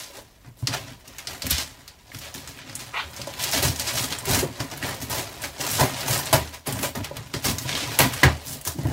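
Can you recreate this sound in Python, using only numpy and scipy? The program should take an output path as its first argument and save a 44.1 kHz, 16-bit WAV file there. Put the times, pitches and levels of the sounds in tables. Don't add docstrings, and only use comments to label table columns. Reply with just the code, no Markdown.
import sys
import numpy as np
from scipy import signal
from scipy.fft import rfft, irfft
from scipy.io import wavfile

SR = 44100
rng = np.random.default_rng(int(sys.argv[2]) if len(sys.argv) > 2 else 0)


def master_out(mix):
    frames = np.transpose(np.atleast_2d(mix))
    ceiling = np.clip(frames, -1, 1)
    pcm = np.round(ceiling * 32767).astype(np.int16)
    wavfile.write(sys.argv[1], SR, pcm)


N = 393372

# [full strength from t/s, swell/s, hold/s, relative crackle level/dB,
# relative treble/dB, loudest facet f/Hz, relative lid drumming level/dB, relative rumble level/dB]
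SHEET_TUGS = [(0.0, 0.06, 0.051, -39, -1.5, 4020, -50, -62), (0.155, 0.1, 0.03, -45.5, 0.5, 3650, -44, -58),
              (0.453, 0.026, 0.0069, -54, 0, 2490.0, -47.5, -36),
              (0.572, 0.006, 0.059, -55, 4, 6000, -57, -47),
              (0.676, 0.0051, 0.012, -34, -25, 3940.0, -54, -24),
              (0.739, 0.092, 0.005, -28, -3.5, 2520, -29.5, -34),
              (0.83, 0.14, 0.081, -45.5, -3, 2530.0, -48, -35),
              (1.186, 0.0061, 0.0084, -39, -4.1, 3170.0, -46, -56),
              (1.274, 0.006, 0.078, -41.5, 0.5, 3180.0, -41, -41.5),
              (1.423, 0.0055, 0.075, -37.5, -6, 3380.0, -47, -28),
              (1.509, 0.006, 0.01, -18.5, -12, 3850, -39.5, -43),
              (1.562, 0.081, 0.058, -28, -5.5, 4200, -39.5, -37),
              (1.877, 0.0054, 0.009, -45, -14, 4410.0, -55, -64),
              (2.143, 0.05, 0.026, -50, 7, 3970.0, -64, -33),
              (2.218, 0.024, 0.049, -38.5, -5, 3050, -46.5, -48),
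              (2.343, 0.006, 0.026, -37.5, 0.5, 3180, -44, -29.5),
              (2.479, 0.006, 0.008, -43, 5, 3500, -55, -35),
              (2.593, 0.006, 0.0093, -38.5, -20, 2470, -63, -38),
              (2.68, 0.063, 0.08, -45.5, -8, 2960, -49.5, -38.5),
              (2.795, 0.0069, 0.0085, -36.5, -1, 3450.0, -48, -41),
              (3.182, 0.064, 0.026, -43, -6, 3640.0, -58, -33),
              (3.416, 0.061, 0.061, -29.5, -1.5, 3450, -35, -42),
              (3.535, 0.025, 0.045, -22.5, -1.5, 3400, -27, -23.5),
              (3.624, 0.0061, 0.049, -25.5, 1, 4280, -27.5, -21),
              (3.798, 0.051, 0.011, -29.5, -2, 4560, -37, -31),
              (3.877, 0.045, 0.006, -25, -2.5, 3640, -29.5, -36),
              (3.951, 0.057, 0.086, -29.5, 3, 3780, -34, -27),
              (4.12, 0.09, 0.0047, -31, -3.8, 2960, -36, -31),
              (4.258, 0.006, 0.02, -38, -10, 4000, -34, -50),
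              (4.297, 0.076, 0.096, -26.5, 0.5, 4440, -27, -19.5),
              (4.438, 0.045, 0.0053, -56, -4, 3700.0, -31.5, -28),
              (4.601, 0.053, 0.021, -36, -2, 3580.0, -30.5, -29),
              (4.718, 0.041, 0.012, -39.5, -1, 3270.0, -35.5, -31),
              (4.825, 0.04, 0.099, -35, 0, 2800, -33.5, -27),
              (5.024, 0.069, 0.0037, -40, 6, 4350.0, -38, -25),
              (5.099, 0.0041, 0.098, -32.5, 2.5, 3960, -30, -28),
              (5.441, 0.094, 0.011, -34, 0.5, 2950.0, -36.5, -34),
              (5.61, 0.077, 0.069, -31.5, -2, 4300, -31, -44),
              (5.714, 0.12, 0.096, -29, 1.5, 4970, -39, -27),
              (5.8, 0.027, 0.013, -25.5, 5.5, 3700, -14, -16),
              (6.082, 0.058, 0.1, -30.5, 5.5, 4030, -29, -27.5),
              (6.33, 0.0029, 0.0083, -23, 4, 2620, -15.5, -14),
              (6.536, 0.026, 0.0039, -39, -1, 2770.0, -40.5, -46),
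              (6.667, 0.014, 0.03, -37, 4, 3190.0, -29.5, -25),
              (6.727, 0.006, 0.12, -43, 7, 3350.0, -35.5, -26),
              (6.833, 0.018, 0.012, -28, 1, 3670.0, -27, -37),
              (6.954, 0.0078, 0.011, -35.5, 2.5, 2450.0, -29, -17),
              (7.039, 0.015, 0.0025, -33.5, -8, 3030.0, -36.5, -51),
              (7.158, 0.062, 0.036, -44.5, -6, 3410.0, -42, -32),
              (7.337, 0.0075, 0.011, -32.5, -6, 4400.0, -33, -21.5),
              (7.448, 0.02, 0.04, -26, 1.5, 4180, -26, -17.5),
              (7.585, 0.0077, 0.048, -43.5, 7, 4790.0, -54, -32),
              (7.683, 0.05, 0.15, -29, -9, 3740, -38.5, -30),
              (7.991, 0.0087, 0.04, -19.5, 0, 2450, -21, -13.5),
              (8.122, 0.061, 0.18, -37, -0.5, 2070.0, -53, -55.0),
              (8.232, 0.013, 0.026, -23.5, -19, 1690, -19, -11.5),
              (8.464, 0.042, 0.075, -42.5, 9, 5700, -48, -32),
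              (8.67, 0.038, 0.0039, -31, 1.5, 5780.0, -34, -40),
              (8.782, 0.064, 0.16, -48.5, 3.5, 3750.0, -45, -22.5),
              (8.851, 0.033, 0.078, -50, 4.5, 3500, -33.5, -30)]
# [t/s, relative crackle level/dB]
IDLE_RUSTLE = [(0.0, -50.5), (0.5, -66), (0.8, -66), (1.1, -51), (1.7, -50), (1.98, -60), (2.2, -50),
               (3.1, -47.5), (3.4, -40.5), (4.1, -42), (4.5, -48.5), (5.3, -43.5), (5.55, -47.5),
               (5.9, -36), (6.4, -37), (6.62, -58.5), (6.8, -52), (7.28, -50.5), (7.9, -34.5), (8.4, -44.5),
               (8.92, -62)]
# [f/Hz, relative level/dB per Hz]
PAPER_SPECTRUM = [(569, 6), (888, -21.5), (982, 1), (1100, -5.5), (4310, -8), (9240, -13.5), (12100, -25),
                  (15500, -8)]
# [f/Hz, relative level/dB, t60/s]; knocks shorten t60
LID_MODES = [(300, -9, 0.062), (386, -5, 0.036), (565.6, -14, 0.17), (666, -11.5, 0.047), (707, -11, 0.028),
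             (835, -10, 0.057), (964, -7, 0.076), (1006, -8, 0.079), (1830, -10.5, 0.022),
             (1976, -11, 0.015)]
# [f/Hz, relative level/dB, t60/s]; blows shorten t60
BOOM_MODES = [(59, -20, 0.26), (76.7, -5.5, 0.47), (94, -3.5, 0.088), (118, 2, 0.13), (141.4, 0, 0.23),
              (191, -10, 0.26), (264, 1, 0.061)]
# [t/s, relative knock level/dB, lid f/Hz, boom level against knock/dB, boom centre f/Hz]
BLOWS = [(0.1, -30, 497, -18, 78.1), (0.184, -28, 517, -19, 61.9), (0.626, -27, 300, 4.5, 118),
         (0.689, -30, 1000, -6, 124), (1.298, -31, 417, 0, 68), (1.44, -22, 547, -3, 68),
         (1.51, -28, 517, 19, 60), (3.038, -37.5, 646, 8.5, 77.6), (3.193, -22.5, 608, -6, 100),
         (3.272, -13.5, 620, -38, 132), (3.647, -17, 1010, -2, 148), (4.301, -16, 1000, -2, 110),
         (4.429, -11.5, 430, -13.5, 143), (4.601, -22.5, 300, -2, 114), (4.847, -27, 300, -28, 110),
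         (5.445, -24, 700, -17, 133), (5.595, -23, 554, -9, 135), (5.806, -6, 832, -8.5, 129),
         (6.097, -17.5, 571, -0.5, 125), (6.328, -4, 900, -26, 156), (6.677, -14.5, 403, -15, 133),
         (6.836, -13, 586, -22, 156), (6.958, -22, 900, -2, 114), (7.11, -15, 620, -23, 156),
         (7.342, -16, 300, -24, 124), (7.454, -17.5, 300, -19, 110), (7.652, -22.5, 300, -3, 119),
         (7.994, -5.5, 720, -18, 126), (8.2312, -1, 826, 1.5, 92), (8.67, -26.5, 947, 6, 96),
         (8.786, -16, 300, -5, 147), (8.851, -11.5, 308, -7, 125)]
# [f/Hz, relative level/dB per Hz]
AIR_SPECTRUM = [(30, 21.5), (130, -2), (443, -10), (1170, -23), (4420, -28), (15500, -25)]
# [f/Hz, t60/s]
ROOM_DECAY = [(100, 0.21), (1000, 0.16), (4000, 0.13), (12000, 0.17)]
# [t/s, relative peak level/dB, relative treble/dB, loudest facet f/Hz]
CREASE_SNAPS = [(0.672, -6, -27, 4550), (0.73, -13, -26, 3560), (1.078, -25.5, -8, 6130),
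                (1.1839, -12.5, -15, 6100), (1.2718, -11.5, -20, 4750), (1.4206, -11.5, -14, 4670),
                (1.4667, -11.5, -3, 2120), (1.499, -13, -9, 6000), (1.507, -9.5, -6, 13300),
                (1.518, -21, -14, 3660), (1.878, -25.5, -5.5, 4700), (2.117, -28, -42, 2020),
                (2.147, -16, -22, 4700), (2.187, -21.5, -3, 5450), (2.341, -25, -5, 5500),
                (2.475, -15.5, -17, 7300), (2.589, -23, -20.0, 2300), (2.696, -18.5, -27, 4700),
                (2.753, -23.5, -6, 8400), (2.7933, -20, -10, 6300), (3.164, -28, -5, 5500),
                (3.216, -14.5, -15.0, 4700), (3.272, -23, -12, 5500), (3.3947, -12, -12.0, 4100),
                (3.4255, -16.5, -4, 9600), (3.438, -13, -2, 6300), (3.513, -15.5, -3.5, 6200),
                (3.523, -14, -7, 6000), (3.5341, -17, -4, 5500), (3.6267, -12.5, 1, 6250),
                (3.6517, -10, -17, 5500), (3.76, -17, -8, 5500), (3.7967, -12.5, -2, 4730),
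                (3.932, -16, -12, 6300), (3.9762, -3, -25, 4700), (4.125, -11, -26.0, 3720),
                (4.1867, -21, -6.5, 8400), (4.2544, -10, -9.5, 5330), (4.3462, 0.5, -22, 5600),
                (4.603, -6, -24, 4730), (4.714, -17, -18, 5500), (4.7743, -30, 0.5, 11100),
                (4.827, -14, -13, 1690), (4.945, -21, -8, 8000), (5.098, -21, -6, 13000),
                (5.419, -26, 0, 8000), (5.439, -15, -18, 2240), (5.611, -7, -13, 6100),
                (5.666, -8, -9, 4030), (5.7135, -12.5, -6, 11300), (6.007, -18, -6, 4700),
                (6.11, -8, -11, 6300), (6.177, -11.5, -9, 8800), (6.2563, -22.5, -4, 8400),
                (6.3282, 3.5, -13, 9400), (6.6707, -10.5, -13.5, 9600), (6.725, -14.5, -3.5, 3100),
                (6.7898, -9, -19, 9700), (6.8284, -23, 3, 9700), (6.9534, -18, -4.5, 1960),
                (7.045, -11, -9.5, 2320), (7.168, -12, -14, 3400), (7.3396, -6.5, -22, 4670),
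                (7.424, -21, -11, 6300), (7.444, -11.5, -15, 4700), (7.584, -13, -7.5, 5500),
                (7.774, -21, -5.5, 13000), (7.989, 3, -9.5, 11600), (8.137, -6, -17, 9600),
                (8.2331, 4, -13, 1680), (8.6122, -29, -1, 9600), (8.651, -32, 9, 6300),
                (8.675, -17.5, 5, 5450)]
# [t/s, level/dB, mean slips per s, opening hollow f/Hz]
FINGER_SCRAPE = [(2.926, -50, 150, 1300), (2.94, -33, 300, 1900), (2.972, -27.5, 900, 2400),
                 (3.005, -30, 1500, 3000), (3.055, -46, 1500, 2800)]

AIR_DB = -44.5
SWELL_DB, LET_GO_DB_PER_S = 24.5, 306
RUMBLE_LAG_S, RUMBLE_LET_GO_DB_PER_S = 0.0037, 230
IDLE_TREBLE_DB, IDLE_HZ, IDLE_DRUM_DB, IDLE_RUMBLE_DB = -1.5, 3070, 0, 4
SCRAPE_LOW_HZ = 1000
MIC_LOW_HZ, CUTOFF_HZ = 55, 15750
TINY = 1e-18


def from_db(db):
    return 10 ** (np.asarray(db) / 20)


def rms_one(x):
    return x / np.sqrt(np.mean(x ** 2) + 1e-20)


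def at_hz(points, hz):
    points = np.array(points)
    return np.interp(np.log(hz), np.log(points[:, 0]), points[:, 1])


def in_time(rows):
    s, *columns = np.transpose(rows)
    return [np.interp(np.arange(N) / SR, s, column) for column in columns]


def drift(pole_hz):
    r = np.exp(-80 * np.pi * pole_hz / SR)
    noise = rng.standard_normal(N // 40 + 2002)
    slow = signal.lfilter([1], [1, -2 * r, r * r], noise)[2000:]
    return np.interp(np.arange(N) / 40, np.arange(len(slow)), rms_one(slow))


def impulses(times_s, gains):
    train = np.zeros(N)
    samples = np.round(np.asarray(times_s) * SR).astype(int)
    np.add.at(train, np.minimum(samples, N - 1), gains)
    return train


def ring(force, hz, t60_s):
    r, w = from_db(-60 / (t60_s * SR)), 2 * np.pi * hz / SR
    return signal.lfilter([0, np.sin(w)], [1, -2 * r * np.cos(w), r * r], force + TINY)


def facet(force, hz, cycles):
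    r, w = from_db(-60 * hz / (cycles * SR)), 2 * np.pi * hz / SR
    feed = np.array([1, 0, -1]) * (1 - r * r) / 2
    return signal.lfilter(feed, [1, -2 * r * np.cos(w), r * r], force + TINY)


def decay(force, time_s):
    return signal.lfilter([1], [1, -np.exp(-1 / (time_s * SR))], force + TINY)


def near_pitch(hz, centre_hz, octaves):
    return np.exp(-.5 * (np.log2(hz / centre_hz) / octaves) ** 2)


def treble_share(hz):
    return np.log2(hz / 3000) / np.log2(10000 / 3000)


def tug_powers(level_db, idle_db, lag_s, let_go_db_per_s):
    t = np.arange(0, N / SR + .002, .002)
    s, swell_s, hold_s = np.transpose(SHEET_TUGS)[:3, :, None]
    since_s = t - lag_s - s
    rise_db = SWELL_DB * since_s / np.maximum(swell_s, .002)
    fall_db = let_go_db_per_s * (hold_s - since_s)
    shape_db = np.minimum(0, np.minimum(rise_db, fall_db))
    idle = np.interp(t, *np.transpose(IDLE_RUSTLE)) + idle_db
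    return t, from_db(np.vstack([level_db[:, None] + shape_db, idle])) ** 2


def hands():
    _, _, _, crackle_db, treble_db, centre_hz, drum_db, rumble_db = np.transpose(SHEET_TUGS)
    t, power = tug_powers(crackle_db, 0, 0, LET_GO_DB_PER_S)
    drum = tug_powers(drum_db, IDLE_DRUM_DB, 0, LET_GO_DB_PER_S)[1]
    rumble = tug_powers(rumble_db, IDLE_RUMBLE_DB, RUMBLE_LAG_S, RUMBLE_LET_GO_DB_PER_S)[1]
    levels_db = [10 * np.log10(p.sum(axis=0)) for p in (power, drum, rumble)]
    share = power / power.sum(axis=0)
    colours = [np.append(treble_db, IDLE_TREBLE_DB) @ share, np.append(centre_hz, IDLE_HZ) @ share]
    return in_time(np.transpose([t, *levels_db, *colours]))


def crackle(level_db, treble_db, drum_excess_db, centre_hz, per_s, spread_db, cycles, count=22):
    sizes = from_db(spread_db * np.minimum(rng.exponential(1, N), 4)) * rng.choice([-1, 1], N)
    clumps = from_db(.8 * drift(50) + 1.8 * drift(200))
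    busy = from_db(np.clip(.5 * (level_db + 48), -3, 8))
    happens = rng.random(N) < per_s * busy * clumps / SR
    buckles = sizes * clumps * happens / np.sqrt(busy)
    groups = count // 2
    dealt = rng.integers(0, groups, N)
    out = np.zeros(N)
    for k, hz in enumerate(np.geomspace(600, 15000, count)):
        share = treble_share(hz)
        small_db = (treble_db + 3.0) * max(share, 0)
        large_db = (drum_excess_db + 7.0) * 0.74 * max(-share, 0)
        fold_db = 7.0 * near_pitch(hz, centre_hz, 0.81)
        colour_db = at_hz(PAPER_SPECTRUM, hz) + 10 * np.log10(hz / 3000)
        once = facet(buckles * (dealt == k % groups), hz, cycles)
        rung = rms_one(facet(once, hz, cycles))
        out += rung * from_db(colour_db + small_db + large_db + fold_db + 1.45 * drift(27.0))
    return from_db(level_db) * out


def body(modes, rub_db, blow_db, centre_hz, focus_db, contact_s, grain_db, held):
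    s = np.array(BLOWS)[:, 0]
    soft = np.exp(-1 / (contact_s * SR))
    strengths_db = 1.8 * rng.standard_normal((len(s), len(modes)))
    rubbed, struck = np.zeros(N), np.zeros(N)
    for k, (hz, level_db, t60_s) in enumerate(modes):
        drag = from_db(rub_db + grain_db * drift(26.7)) * rng.standard_normal(N)
        noise_gain = np.sqrt(t60_s * SR / (4 * np.log(1000)))
        rubbed += ring(drag, hz, t60_s) * from_db(level_db) / noise_gain
        spot_db = focus_db * near_pitch(hz, centre_hz, 0.31)
        blows = impulses(s, from_db(blow_db + level_db + spot_db + strengths_db[:, k]))
        contact = signal.lfilter([1 - soft], [1, -soft], blows + TINY)
        struck += ring(contact, hz, held * t60_s) * (-1) ** k
    return rubbed, struck


def shaped_noise(spectrum):
    hz = np.maximum(np.fft.rfftfreq(N, 1 / SR), 10)
    return rms_one(irfft(rfft(rng.standard_normal(N)) * from_db(at_hz(spectrum, hz)), N))


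def bathroom(x, first_s, moves_per_s, count=5):
    t, tails = np.arange(SR // 2) / SR, 0
    for hz in 125 * 2.0 ** np.arange(8):
        edges_hz = [hz / np.sqrt(2), min(hz * np.sqrt(2), .45 * SR)]
        band = signal.butter(2, edges_hz, "band", fs=SR, output="sos")
        noise = signal.sosfilt(band, rng.standard_normal((count, len(t))))
        tails = tails + noise * from_db(-60 * t / at_hz(ROOM_DECAY, hz))
    tails *= np.clip(t / first_s, 0, 1) ** 2
    place = np.arange(N) / SR * moves_per_s % count
    out = np.zeros(N)
    for k, tail in enumerate(tails):
        distance = np.abs((place - k + 1) % count - 1)
        here = np.sqrt(np.clip(1 - distance, 0, 1))
        out += signal.oaconvolve(x * here, tail / np.sqrt(np.sum(tail ** 2)))[:N]
    return out


def snaps(burst_s, burst_db, crack_s, crack_db, cycles, scatter_db, focus_db, count=14):
    s, peak_db, treble_db, centre_hz = np.transpose(CREASE_SNAPS)
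    clicks, frays = np.zeros(N), np.zeros(N)
    scatter = scatter_db * rng.standard_normal((len(s), count))
    for k, hz in enumerate(np.geomspace(1200, 15000, count)):
        tilt_db = (treble_db + 9.0) * max(treble_share(hz), -.25)
        loudest_db = focus_db * near_pitch(hz, centre_hz, 0.12)
        breaks = impulses(s, from_db(peak_db + tilt_db + scatter[:, k] - 13.5 + loudest_db))
        clicks += facet(breaks * np.sqrt(4000 / hz), hz, cycles) * (-1) ** k
        envelope = from_db(crack_db) * decay(breaks, crack_s) + decay(breaks, burst_s)
        fray = envelope * rng.standard_normal(N)
        frays += facet(from_db(burst_db) * fray, hz, cycles)
    return clicks, frays


def scrape(low_db, cycles, hiss_db):
    first, last = int(FINGER_SCRAPE[0][0] * SR), int(FINGER_SCRAPE[-1][0] * SR)
    level_db, per_s, open_hz = (c[first:last] for c in in_time(FINGER_SCRAPE))
    size = len(per_s)
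    slip_count = np.floor(np.cumsum(per_s * rng.exponential(1, size)) / SR)
    slips = np.diff(slip_count, prepend=0) * rng.normal(1, 0.59, size)
    force = slips * np.sqrt(SR / per_s) + from_db(hiss_db) * rng.standard_normal(size)
    low = facet(facet(force, SCRAPE_LOW_HZ, cycles / 2), SCRAPE_LOW_HZ, cycles / 2)
    opening = np.zeros(size)
    for k, hz in enumerate(np.geomspace(1200, 6000, num=8)):
        opening += facet(force, hz, cycles) * near_pitch(hz, open_hz, .45) / np.sqrt(hz) * (-1) ** k
    out = np.zeros(N)
    mix = from_db(low_db) * rms_one(low) + rms_one(opening)
    out[first:last] = from_db(level_db) * rms_one(mix)
    return out


def scene():
    crackle_db, drum_db, rumble_db, treble_db, crackle_hz = hands()
    _, knock_db, lid_hz, boom_db, boom_hz = np.transpose(BLOWS)
    rustle = crackle(crackle_db - 10.5, treble_db, drum_db - crackle_db, crackle_hz,
                     per_s=3000, spread_db=1.0, cycles=2.62)
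    drum, taps = body(LID_MODES, drum_db - 11.0, knock_db - 11.0, lid_hz, focus_db=10.3,
                      contact_s=0.00022, grain_db=-4.5, held=0.4)
    rumble, thuds = body(BOOM_MODES, rumble_db - 15.5, knock_db + boom_db - 20.0, boom_hz, focus_db=24.3,
                         contact_s=0.000077, grain_db=4.5, held=0.66)
    clicks, frays = snaps(burst_s=0.014, burst_db=-13.5, crack_s=0.0038, crack_db=2.0,
                          cycles=7.2, scatter_db=3.0, focus_db=14.5)
    sheet = rustle + scrape(low_db=-1.0, cycles=5.0, hiss_db=-3.0) + drum
    near = sheet + from_db(13.0) * clicks + from_db(1.5) * frays + from_db(7.5) * taps
    to_walls = sheet + from_db(17.0) * clicks + from_db(5.5) * taps
    wet = from_db(-2.0) * bathroom(to_walls, first_s=0.0013, moves_per_s=60, count=8)
    air = from_db(AIR_DB) * shaped_noise(AIR_SPECTRUM)
    mono = near + wet + rumble + thuds + air
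    return np.array([mono, mono])


def record(dry):
    bass_cut = signal.butter(4, MIC_LOW_HZ, "high", fs=SR, output="sos")
    thin = signal.sosfilt(bass_cut, dry)
    rounded = .95 * np.tanh(thin / .95)
    top_cut = signal.ellip(10, .5, 65, CUTOFF_HZ, fs=SR, output="sos")
    return signal.sosfilt(top_cut, rounded)


dry = scene()
out = record(dry)
master_out(out)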